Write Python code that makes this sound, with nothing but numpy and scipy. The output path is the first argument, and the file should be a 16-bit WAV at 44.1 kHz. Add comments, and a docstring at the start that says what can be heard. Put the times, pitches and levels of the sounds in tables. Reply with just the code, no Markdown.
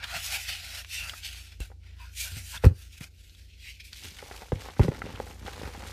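"""A quiet room where a motor hums faintly. Close by, dusty hands turn and rub a dry chalk block,
snap it twice and crush the pieces to powder. Skin dragging over grit makes a dense hiss and small squeaks.
Each break is a dull snap with a thump in the hands; crushing is a crunch of crumbs and small lumps
giving way in the fists."""
import sys
import numpy as np
from scipy import signal
from scipy.fft import rfft, irfft
from scipy.io import wavfile
from scipy.ndimage import uniform_filter1d

SR = 44100
rng = np.random.default_rng(int(sys.argv[2]) if len(sys.argv) > 2 else 0)


def inscribe(sig):
    """Save sig as 16-bit PCM at rate SR to the path in sys.argv[1].

    A 1-D sig is mono; a 2-D sig holds one channel per row.
    Samples are clipped to [-1, 1] before scaling.
    """
    pcm = np.round(np.clip(np.atleast_2d(sig).T, -1, 1) * 32767)
    wavfile.write(sys.argv[1], SR, pcm.astype(np.int16))


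N = 261072
T = np.arange(N) / SR

# Squeezes of the fists. Each row: hardest press, rise and fall in seconds, then relative levels in dB
# for the rasp, the fizz (an offset from the rasp), the crumb crunch and the finger rumble.
SQUEEZES = [(3.985, 0.041, 0.044, -44.5, -1, -75, -78), (4.046, 0.034, 0.056, -40.5, -3, -59, -46.5),
            (4.2, 0.14, 0.1, -49, -2.5, -71, -52.5), (4.39, 0.18, 0.1, -49, 0, -50.5, -66),
            (4.645, 0.089, 0.085, -47, -3, -48.5, -55), (4.845, 0.054, 0.038, -44, -2.5, -52, -47),
            (4.95, 0.11, 0.17, -52, -2.5, -50.5, -40), (5.13, 0.1, 0.16, -49.5, -9, -46.5, -43.5),
            (5.28, 0.15, 0.13, -55.5, 3.5, -72.5, -85), (5.495, 0.069, 0.16, -48.5, -3.5, -47.5, -44),
            (5.66, 0.15, 0.3, -48, -3, -47, -44.5), (5.89, 0.092, .08, -47.5, -2, -50, -51)]
SQUEEZE_SHAPE = 1.18  # 1 is a pointed swell, 2 a round one


def rubbing():
    """Skin drags over countless grains, catching and slipping; the block colours the hiss."""
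    # Strokes of skin over chalk. Each row: loudest moment, rise and fall in seconds, relative rasp
    # level in dB, then offsets from it in dB for the fine fizz and the hollow body.
    strokes = [(0.044, 0.036, 0.013, -39, -30, 1.5), (0.148, 0.064, 0.062, -34, -10, -2.5),
               (0.262, 0.12, 0.076, -38.5, -2, -19), (0.34, 0.07, 0.054, -31, -6.5, -10),
               (0.425, 0.065, 0.046, -42, -1.5, -30), (0.492, 0.048, 0.072, -30.5, -10.5, -13.5),
               (0.63, 0.064, 0.16, -40.5, -10, -12), (0.797, 0.12, 0.023, -37.5, -6, -9.5),
               (0.945, 0.037, 0.062, -32.5, -6, -22), (1.075, 0.11, 0.071, -42.5, -5, -2.5),
               (1.17, .04, 0.036, -45.5, -3, -25), (1.25, 0.019, .05, -35.5, -10.5, -21.5),
               (1.36, 0.096, 0.12, -43, -7.5, -13.5), (1.525, 0.021, 0.017, -51, -26, -7),
               (1.61, 0.0079, 0.052, -45.5, -4.5, -7.5), (1.857, 0.032, 0.18, -58, -15.5, -4.5),
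               (2.02, .04, 0.089, -51.5, -9.5, -7), (2.21, .037, 0.065, -33.5, -0.5, -23),
               (2.267, 0.029, 0.042, -49, -2, 2), (2.38, 0.07, 0.038, -40.5, -3.5, -11.5),
               (2.51, 0.086, 0.055, -43, -0.5, -14), (2.562, 0.021, 0.015, -37, -8, -2),
               (2.654, 0.026, 0.027, -44, -4, 0.5), (2.819, .065, 0.058, -52.5, -2.5, -10.5),
               (2.95, .045, 0.027, -49, -8.5, -22), (2.98, 0.0092, 0.008, -44, -5.5, -18),
               (3.033, 0.022, 0.028, -45.5, -4, -6), (3.225, 0.079, 0.23, -58, -5, -17),
               (3.395, 0.038, 0.059, -54, -10.5, -37), (3.525, 0.054, 0.11, -57.5, -17, -35),
               (3.675, 0.053, 0.075, -43.5, -11, -56), (3.804, 0.0057, 0.017, -41.5, -17, -47),
               (3.855, 0.017, .06, -48.5, -7, -33), (3.931, 0.0051, 0.0098, -41.5, -19, -7)]
    # Tone of the hiss. Each row: frequency in Hz, gain in dB.
    hiss_tone = [(150, -5), (250, -10), (380, -17.5), (560, -11), (720, -11), (1050, -14), (1350, -13.5),
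                 (1900, -5), (2600, -0.5), (3400, -4.5), (4600, -3), (6500, -3.5), (9000, -5.5),
                 (14500, -8.5)]
    # Resonances of the held block, then two broad dips that thin the hiss in the low and middle range.
    # Each row: centre and width in Hz, gain in dB.
    resonances = [(720, 140, 3), (1400, 180, 10.5), (1572, 103, 5.5), (2440, 170, 1)]
    dips = [(332, 280, -16.5), (1130, 370, -3)]
    rasp_db, fizz_db, body_db = np.transpose(strokes)[3:]
    rasp_gain, fizz_gain, body_gain = swells(strokes, rasp_db, rasp_db + fizz_db, rasp_db + body_db,
                                             shape=1.41)
    drag = grit(per_s=9000, spread_db=3) + amp(-3) * rng.standard_normal(N)
    drag *= amp(1.4 * wander(rate_hz=36))
    drag = patchy(drag, depth_db=2.5, size=1024, frames=7, bins=6)
    body, rasp, fizz = split(colour(drag, hiss_tone, resonances + dips), 1876, 4870)
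    rasp = rasp * amp(-4) + stray_grains() * amp(-23.5)
    return body * body_gain * amp(-3.5) + rasp * rasp_gain + fizz * fizz_gain * amp(-0.43)


def breaks():
    """Chalk gives way: a thump in the hands, a dead ring with splinters, sharp cracks on top."""
    # Jolts of the hands. Each row: start in seconds, peak in dB, pitch in Hz, nominal t60 in seconds.
    thumps = [(1.603, -23, 53.4, 0.12), (2.316, -37, 88.2, 0.99), (2.368, -27.5, 93.4, 0.12),
              (2.645, -9.5, 83.5, 0.083), (2.663, -0.5, 87, 0.096), (2.71, -24.5, 96, 0.097),
              (3.009, -31, 144, 0.043), (4.055, -44, 79, 0.3), (4.5288, -13.5, 109, 0.022),
              (4.554, -30, 96, 0.17), (4.7961, -9.5, 139, 0.018), (4.8035, -3.5, 81, 0.032),
              (4.829, -21.5, 131, 0.046), (4.848, -21, 169, 0.12), (4.8861, -15.5, 137, 0.047),
              (5.141, -33, 90.5, 0.044), (5.652, -30, 66.4, 0.06)]
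    # Lumps breaking. Each row: start in seconds, relative level in dB, pitch in Hz, grit offset in dB.
    snaps = [(1.134, -32, 1200, -1.5), (1.602, -34.5, 370, -9.5), (1.702, -41, 510, -11),
             (1.717, -35.5, 720, -13), (2.639, -11, 480, -13.5), (2.6435, -10.5, 380, -6.5),
             (2.6526, -19, 900, -6.5), (2.6572, -12, 310, -34), (2.665, -19, 334, -33),
             (3.008, -45, 300, 0), (4.054, -41, 420, -9), (4.188, -40, 1450, 5.5),
             (4.2265, -26, 550, -10.5), (4.3123, -24, 850, -9), (4.42, -25.5, 720, -7),
             (4.5204, -12.5, 467, -16), (4.6862, -24, 840, -8.5), (4.7675, -37, 1130, -1),
             (4.7948, -8.5, 550, -11.5), (4.8, -9, 332, -44), (4.814, -22.5, 910, -4.5),
             (4.832, -30, 298, 4.5), (4.846, -25, 403, -2), (4.882, -12.5, 373, -20),
             (4.9174, -25.5, 445, -6), (4.947, -33, 1300, -10), (5.0188, -17, 1350, -22),
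             (5.0648, -26, 517, -8), (5.103, -29, 690, -9), (5.15, -35.5, 1300, -5), (5.201, -13, 623, -38),
             (5.2675, -28, 644, -12), (5.3098, -32, 840, -9), (5.4655, -32.5, 920, -1),
             (5.4802, -21.5, 930, -12), (5.6156, -22.5, 576, -30), (5.6358, -32, 660, -5),
             (5.654, -31, 1400, -21), (5.675, -31, 804, -2), (5.7498, -28, 780, -7),
             (5.83, -26.5, 835, -14)]
    # The loudest single grains. Each row: start in seconds, relative level in dB, pitch in Hz.
    ticks = [(0.0421, -15.5, 3470), (0.8474, -22.5, 2400), (1.0955, -16.5, 3000), (1.2334, -28, 3500),
             (2.6437, -16.5, 2440), (3.0104, -27.5, 2340), (3.0405, -33, 4800), (3.296, -37, 3960),
             (3.3492, -40, 3520), (3.9307, -24.5, 4300), (4.036, -35, 3000), (4.1871, -29, 3000),
             (4.362, -35, 5160), (4.5574, -29, 2350), (4.706, -32.5, 3640), (4.8337, -24, 3650),
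             (4.9474, -36, 2420), (5.06, -30.5, 2660), (5.159, -29.5, 3000), (5.309, -34, 2820),
             (5.467, -25.5, 3000)]
    # Bright fractures right through a piece. Each row: start in seconds, peak in dB.
    fractures = [(1.604, -28), (2.653, -21), (3.007, -37), (4.7954, -33)]
    out = np.zeros(N)
    for s, db, hz, t60 in thumps:
        add(out, s, -amp(db) * thump(hz, t60))
    for s, db, hz, grit_db in snaps:
        debris = splinters(hz * 1.2)
        crack = burst(780, 2200, t60=0.0143, dust_db=-12, dust_t60=0.089, order=2)
        add(out, s, amp(db - 4.5) * (lump(hz) + amp(grit_db) * (crack + amp(3.5) * debris)))
    for s, db, hz in ticks:
        add(out, s, amp(db - 5.5) * burst(hz * 0.88, hz * 1.064, t60=0.005, dust_db=-7, dust_t60=0.054))
    for s, db in fractures:
        add(out, s, amp(db) * burst(1800, 13000, t60=0.0062, dust_db=-34.5, dust_t60=0.045))
    return out


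def thump(hz, t60, rise_s=0.0013):
    """The low, damped swing of the hands, peak 1."""
    # Modes of the hands. Each row: pitch ratio, relative level in dB, share of the t60.
    modes = [(1, 7, 0.84), (1.4, -15, 1), (2.599, -14.5, 0.9), (4.7, -18, 0.24)]
    t = T[:SR // 4]
    x = sum(amp(db - 60 * t / (t60 * share)) * np.sin(2 * np.pi * hz * ratio * t)
            for ratio, db, share in modes)
    x *= 1 - np.exp(-t / rise_s)
    return x / abs(x).max()


def lump(hz, reach_octaves=0.53):
    """The dead ring of a gripped lump, peak 1; a fracture favours the modes near its own pitch."""
    # Modes of a lump. Each row: nominal frequency in Hz, relative level in dB, t60 in seconds, polarity.
    modes = [(257, -4.5, 0.043, 1), (386, -1, 0.029, -1), (523, 3, 0.015, 1), (805, 0, 0.018, 1),
             (1300, -1, 0.016, -1), (1415, 4, 0.0095, 1), (2090, 4, 0.014, -1), (3000, 0.5, 0.0053, 1)]
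    t = T[:SR // 4]
    size = 1 + .025 * rng.standard_normal()  # no two lumps are quite alike
    x = np.zeros(len(t))
    for mode_hz, db, t60, polarity in modes:
        favour = 1 / (1 + (np.log2(mode_hz / hz) / reach_octaves) ** 2)
        x += polarity * favour * amp(db - 60 * t / t60) * np.sin(2 * np.pi * mode_hz / size * t)
    return x / abs(x).max()


def splinters(hz, per_s=1100, t60=0.054):
    """A quickly fading shower of after-cracks sets a lump ringing."""
    ring = lump(hz)
    t = T[:SR // 12]
    shower = rng.standard_normal(len(t)) * (rng.random(len(t)) < per_s / SR)
    shower *= amp(-60 * t / t60) * (t > .002)
    shower /= np.linalg.norm(shower) + 1e-9
    return signal.oaconvolve(ring, shower)[:SR // 4]


def burst(lo_hz, hi_hz, t60, dust_db, dust_t60, order=1, edge_db=11):
    """A crack of peak 1: a sharp edge, a short crumble, a faint trail of dust."""
    t = T[:SR // 4]
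    crumble = rng.standard_normal(len(t)) * (amp(-60 * t / t60) + amp(dust_db - 60 * t / dust_t60))
    x = band(amp(edge_db) * (t == 0) + crumble, lo_hz, hi_hz, order)
    return x / abs(x).max()


def crushing():
    """Powder squeezed in the fists: coarser grains that give way in clumps."""
    # Tone of the powder. Each row: frequency in Hz, gain in dB.
    powder_tone = [(88, -30), (150, 0), (335, -8), (551, 2), (642, -15), (839, -26), (1250, -23.5),
                   (2220, -10), (2500, -10), (6250, -10.5), (14500, -19)]
    rasp_db, fizz_db = np.transpose(SQUEEZES)[3:5]
    rasp_gain, fizz_gain = swells(SQUEEZES, rasp_db, rasp_db + fizz_db, shape=SQUEEZE_SHAPE)
    clumps = amp(2.2 * wander(rate_hz=90))
    grains = grit(per_s=2600, spread_db=3) * clumps + amp(-5.5) * rng.standard_normal(N)
    grains = patchy(grains, depth_db=1.5, size=256, frames=3, bins=7)
    _, rasp, fizz = split(colour(grains, powder_tone), 1050, 5040)
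    rasp = rasp * amp(-4.5) + stray_grains() * amp(-14)
    return rasp * rasp_gain + fizz * fizz_gain * amp(-5)


def grinding():
    """Crumbs of several sizes pop, muffled by the fingers, which rumble."""
    # Tone of the crumbs. Each row: frequency in Hz, gain in dB.
    crumb_tone = [(200, -3), (520, 10), (660, 1), (860, 7.5), (1200, 5), (1900, 6.5), (3000, 3)]
    crunch_db, rumble_db = np.transpose(SQUEEZES)[5:]
    crunch_gain, rumble_gain = swells(SQUEEZES, crunch_db, rumble_db, shape=SQUEEZE_SHAPE)
    pops = sum(band(grit(per_s=260, spread_db=5), hz * 0.33, hz * 2.25) * hz ** -.45
               for hz in np.geomspace(450, 1300, 5))
    crunch = unit_rms(colour(pops, crumb_tone))
    rumble = unit_rms(band(grit(per_s=210, spread_db=5), 26, 258))
    return crunch * crunch_gain * amp(-1.5) + rumble * rumble_gain * amp(-2.5)


def small_lumps(per_s=28):
    """Small lumps of four sizes break at random in the fists, each with its click and splinters."""
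    crunch_gain, = swells(SQUEEZES, np.transpose(SQUEEZES)[5], shape=SQUEEZE_SHAPE)
    out = np.zeros(N)
    for hz in np.geomspace(650, 1500, 4):
        click = amp(-2) * burst(1900, 5200, t60=.004, dust_db=-14, dust_t60=.04, order=2)
        debris = amp(-6.5) * splinters(hz)
        hits = (rng.random(N) < per_s / 4 / SR) * amp(rng.uniform(-15, 0, N))
        out += signal.oaconvolve(hits, lump(hz) + click + debris)[:N]
    return unit_rms(out) * crunch_gain * amp(-5.5)


def squeaks():
    """A dragging finger sticks and slips, making one resonance of the block sing for a moment."""
    # Each row: start and length in seconds, rms level in dB, pitch and bandwidth in Hz.
    slips = [(0.098, 0.1, -47.5, 708, 109), (0.262, 0.17, -54, 777, 169), (0.874, .25, -43, 2685, 250),
             (1.81, 0.14, -68.5, 2480, 298), (1.974, 0.11, -58.5, 1000, 98), (1.979, 0.086, -58, 2520, 300),
             (2.517, 0.07, -53, 973, 140), (2.571, 0.012, -42, 3390, 253), (3.621, 0.12, -52, 2213, 437)]
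    out = np.zeros(N)
    for s, length, db, hz, width in slips:
        sing = band(rng.standard_normal(SR // 2), hz - width / 2, hz + width / 2)[-int(length * SR):]
        add(out, s, amp(db) * unit_rms(sing * signal.windows.tukey(len(sing), .9)))
    return out


def stray_grains(per_s=55, pitch_hz=3350):
    """Stray grains of three sizes tick under the fingers, rms 1."""
    out = np.zeros(N)
    for hz in pitch_hz * np.geomspace(.75, 1.45, 3):
        tick = burst(hz / np.sqrt(2), hz * np.sqrt(2), t60=.003, dust_db=-14, dust_t60=.04)
        out += signal.oaconvolve(grit(per_s / 3, spread_db=3.5), tick)[:N]
    return unit_rms(out)


def grit(per_s, spread_db):
    """Random clicks, most small and a few large, rms 1."""
    size = amp(spread_db * np.minimum(rng.exponential(1, N), 4))
    return unit_rms(rng.choice([-1, 1], N) * size * (rng.random(N) < per_s / SR))


def patchy(x, depth_db, size, frames, bins):
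    """Shifting contacts favour different pitches from moment to moment."""
    spectra = signal.stft(x, nperseg=size)[2]
    patches = uniform_filter1d(rng.standard_normal(spectra.shape), bins, axis=0)
    patches = uniform_filter1d(patches, frames, axis=1)
    return signal.istft(spectra * amp(depth_db * unit_rms(patches)), nperseg=size)[1][:N]


def swells(moves, *levels_db, shape):
    """Hand movements swell and fade, adding in power; one gain curve per list of levels."""
    t = T[::64]
    s, rise, fall = np.transpose(moves)[:3, :, None]
    power = np.exp(-2 * (abs(t - s) / np.where(t < s, rise, fall)) ** shape)
    return [np.interp(T, t, np.sqrt(amp(db) ** 2 @ power)) for db in levels_db]


def room(x, t60=0.16, build_s=0.04):
    """The room adds a faint, short, dull echo."""
    t = T[:SR // 2]
    tail = band(rng.standard_normal(len(t)), 65, 1670, order=1)
    tail *= amp(-60 * t / t60) * (1 - np.exp(-t / build_s))
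    return x + amp(-27) * signal.oaconvolve(x, tail / np.linalg.norm(tail))[:N]


def motor():
    """A motor hums on two low, wavering tones."""
    # The tones. Each row: frequency in Hz, relative level in dB.
    tones = [(59.2, -48.5), (86.1, -50)]
    # The hum swells and sinks. Each row: time in seconds, gain in dB.
    level_curve = [(0, -3), (1.2, -3), (1.8, -2.5), (2.5, 0), (3.1, -7.5), (3.8, -9), (4.3, -7), (5.9, 2.5)]
    hum = np.zeros(N)
    for hz, db in tones:
        waver = amp(.8 * wander(rate_hz=1.5))
        phase = 2 * np.pi * hz * T + 0.61 * wander(rate_hz=0.84)
        hum += amp(db) * waver * np.sqrt(2) * np.sin(phase)
    return amp(np.interp(T, *np.transpose(level_curve))) * hum


def room_tone():
    """A quiet, steady bed of mostly low noise."""
    # Tone of the air. Each row: frequency in Hz, gain in dB.
    air_tone = [(25, -7), (55, 13.5), (110, -6), (200, -13), (500, -21.5), (1200, -46), (4000, -29),
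                (14000, -45)]
    return amp(-54.5) * unit_rms(colour(rng.standard_normal(N), air_tone))


def amp(db):
    return 10 ** (np.asarray(db) / 20)


def unit_rms(x):
    return x / np.sqrt(np.mean(x ** 2) + 1e-20)


def add(mix, s, sound):
    """Mixes a sound in at s seconds."""
    part = mix[max(round(s * SR), 0):][:len(sound)]
    part += sound[:len(part)]


def colour(x, points, peaks=()):
    """Equalises x with a smooth curve plus peaks and dips."""
    hz = np.fft.rfftfreq(len(x), 1 / SR)
    point_hz, db = np.transpose(points)
    shape_db = np.interp(np.log(hz + 1), np.log(point_hz), db)
    for centre, width, height in peaks:
        shape_db += height / (1 + (2 * (hz - centre) / width) ** 2)
    return irfft(rfft(x) * amp(shape_db), len(x))


def band(x, lo_hz, hi_hz, order=2):
    """Causal band-pass."""
    return signal.sosfilt(signal.butter(order, [lo_hz, hi_hz], "band", fs=SR, output="sos"), x)


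def split(x, low_hz, high_hz):
    """A crossover into lows, mids and highs, each of rms 1."""
    hz, spectrum = np.fft.rfftfreq(N, 1 / SR), rfft(x)
    lows = 1 / (1 + (hz / low_hz) ** 8)
    below_top = 1 / (1 + (hz / high_hz) ** 6)
    return [unit_rms(irfft(spectrum * share, N)) for share in (lows, below_top - lows, 1 - below_top)]


def wander(rate_hz):
    """Smooth random drift, rms 1."""
    hz = np.fft.rfftfreq(N, 1 / SR)
    return unit_rms(irfft(rfft(rng.standard_normal(N)) / (1 + (hz / rate_hz) ** 4), N))


def scene():
    """The hands close by, the room behind, in mono."""
    chalk = rubbing() + squeaks() + crushing() + grinding() + small_lumps() + breaks()
    return (room(chalk) + motor() + room_tone())[None]


def record(dry, low_cut_hz=40, high_cut_hz=14800):
    """The microphone loses the deepest bass; the highest treble is cut off."""
    x = signal.sosfilt(signal.butter(3, low_cut_hz, "high", fs=SR, output="sos"), dry)
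    high_cut = signal.firwin(511, high_cut_hz, window=("kaiser", 9), fs=SR)
    return signal.oaconvolve(x, high_cut[None], "same")


dry = scene()
out = record(dry)
inscribe(out)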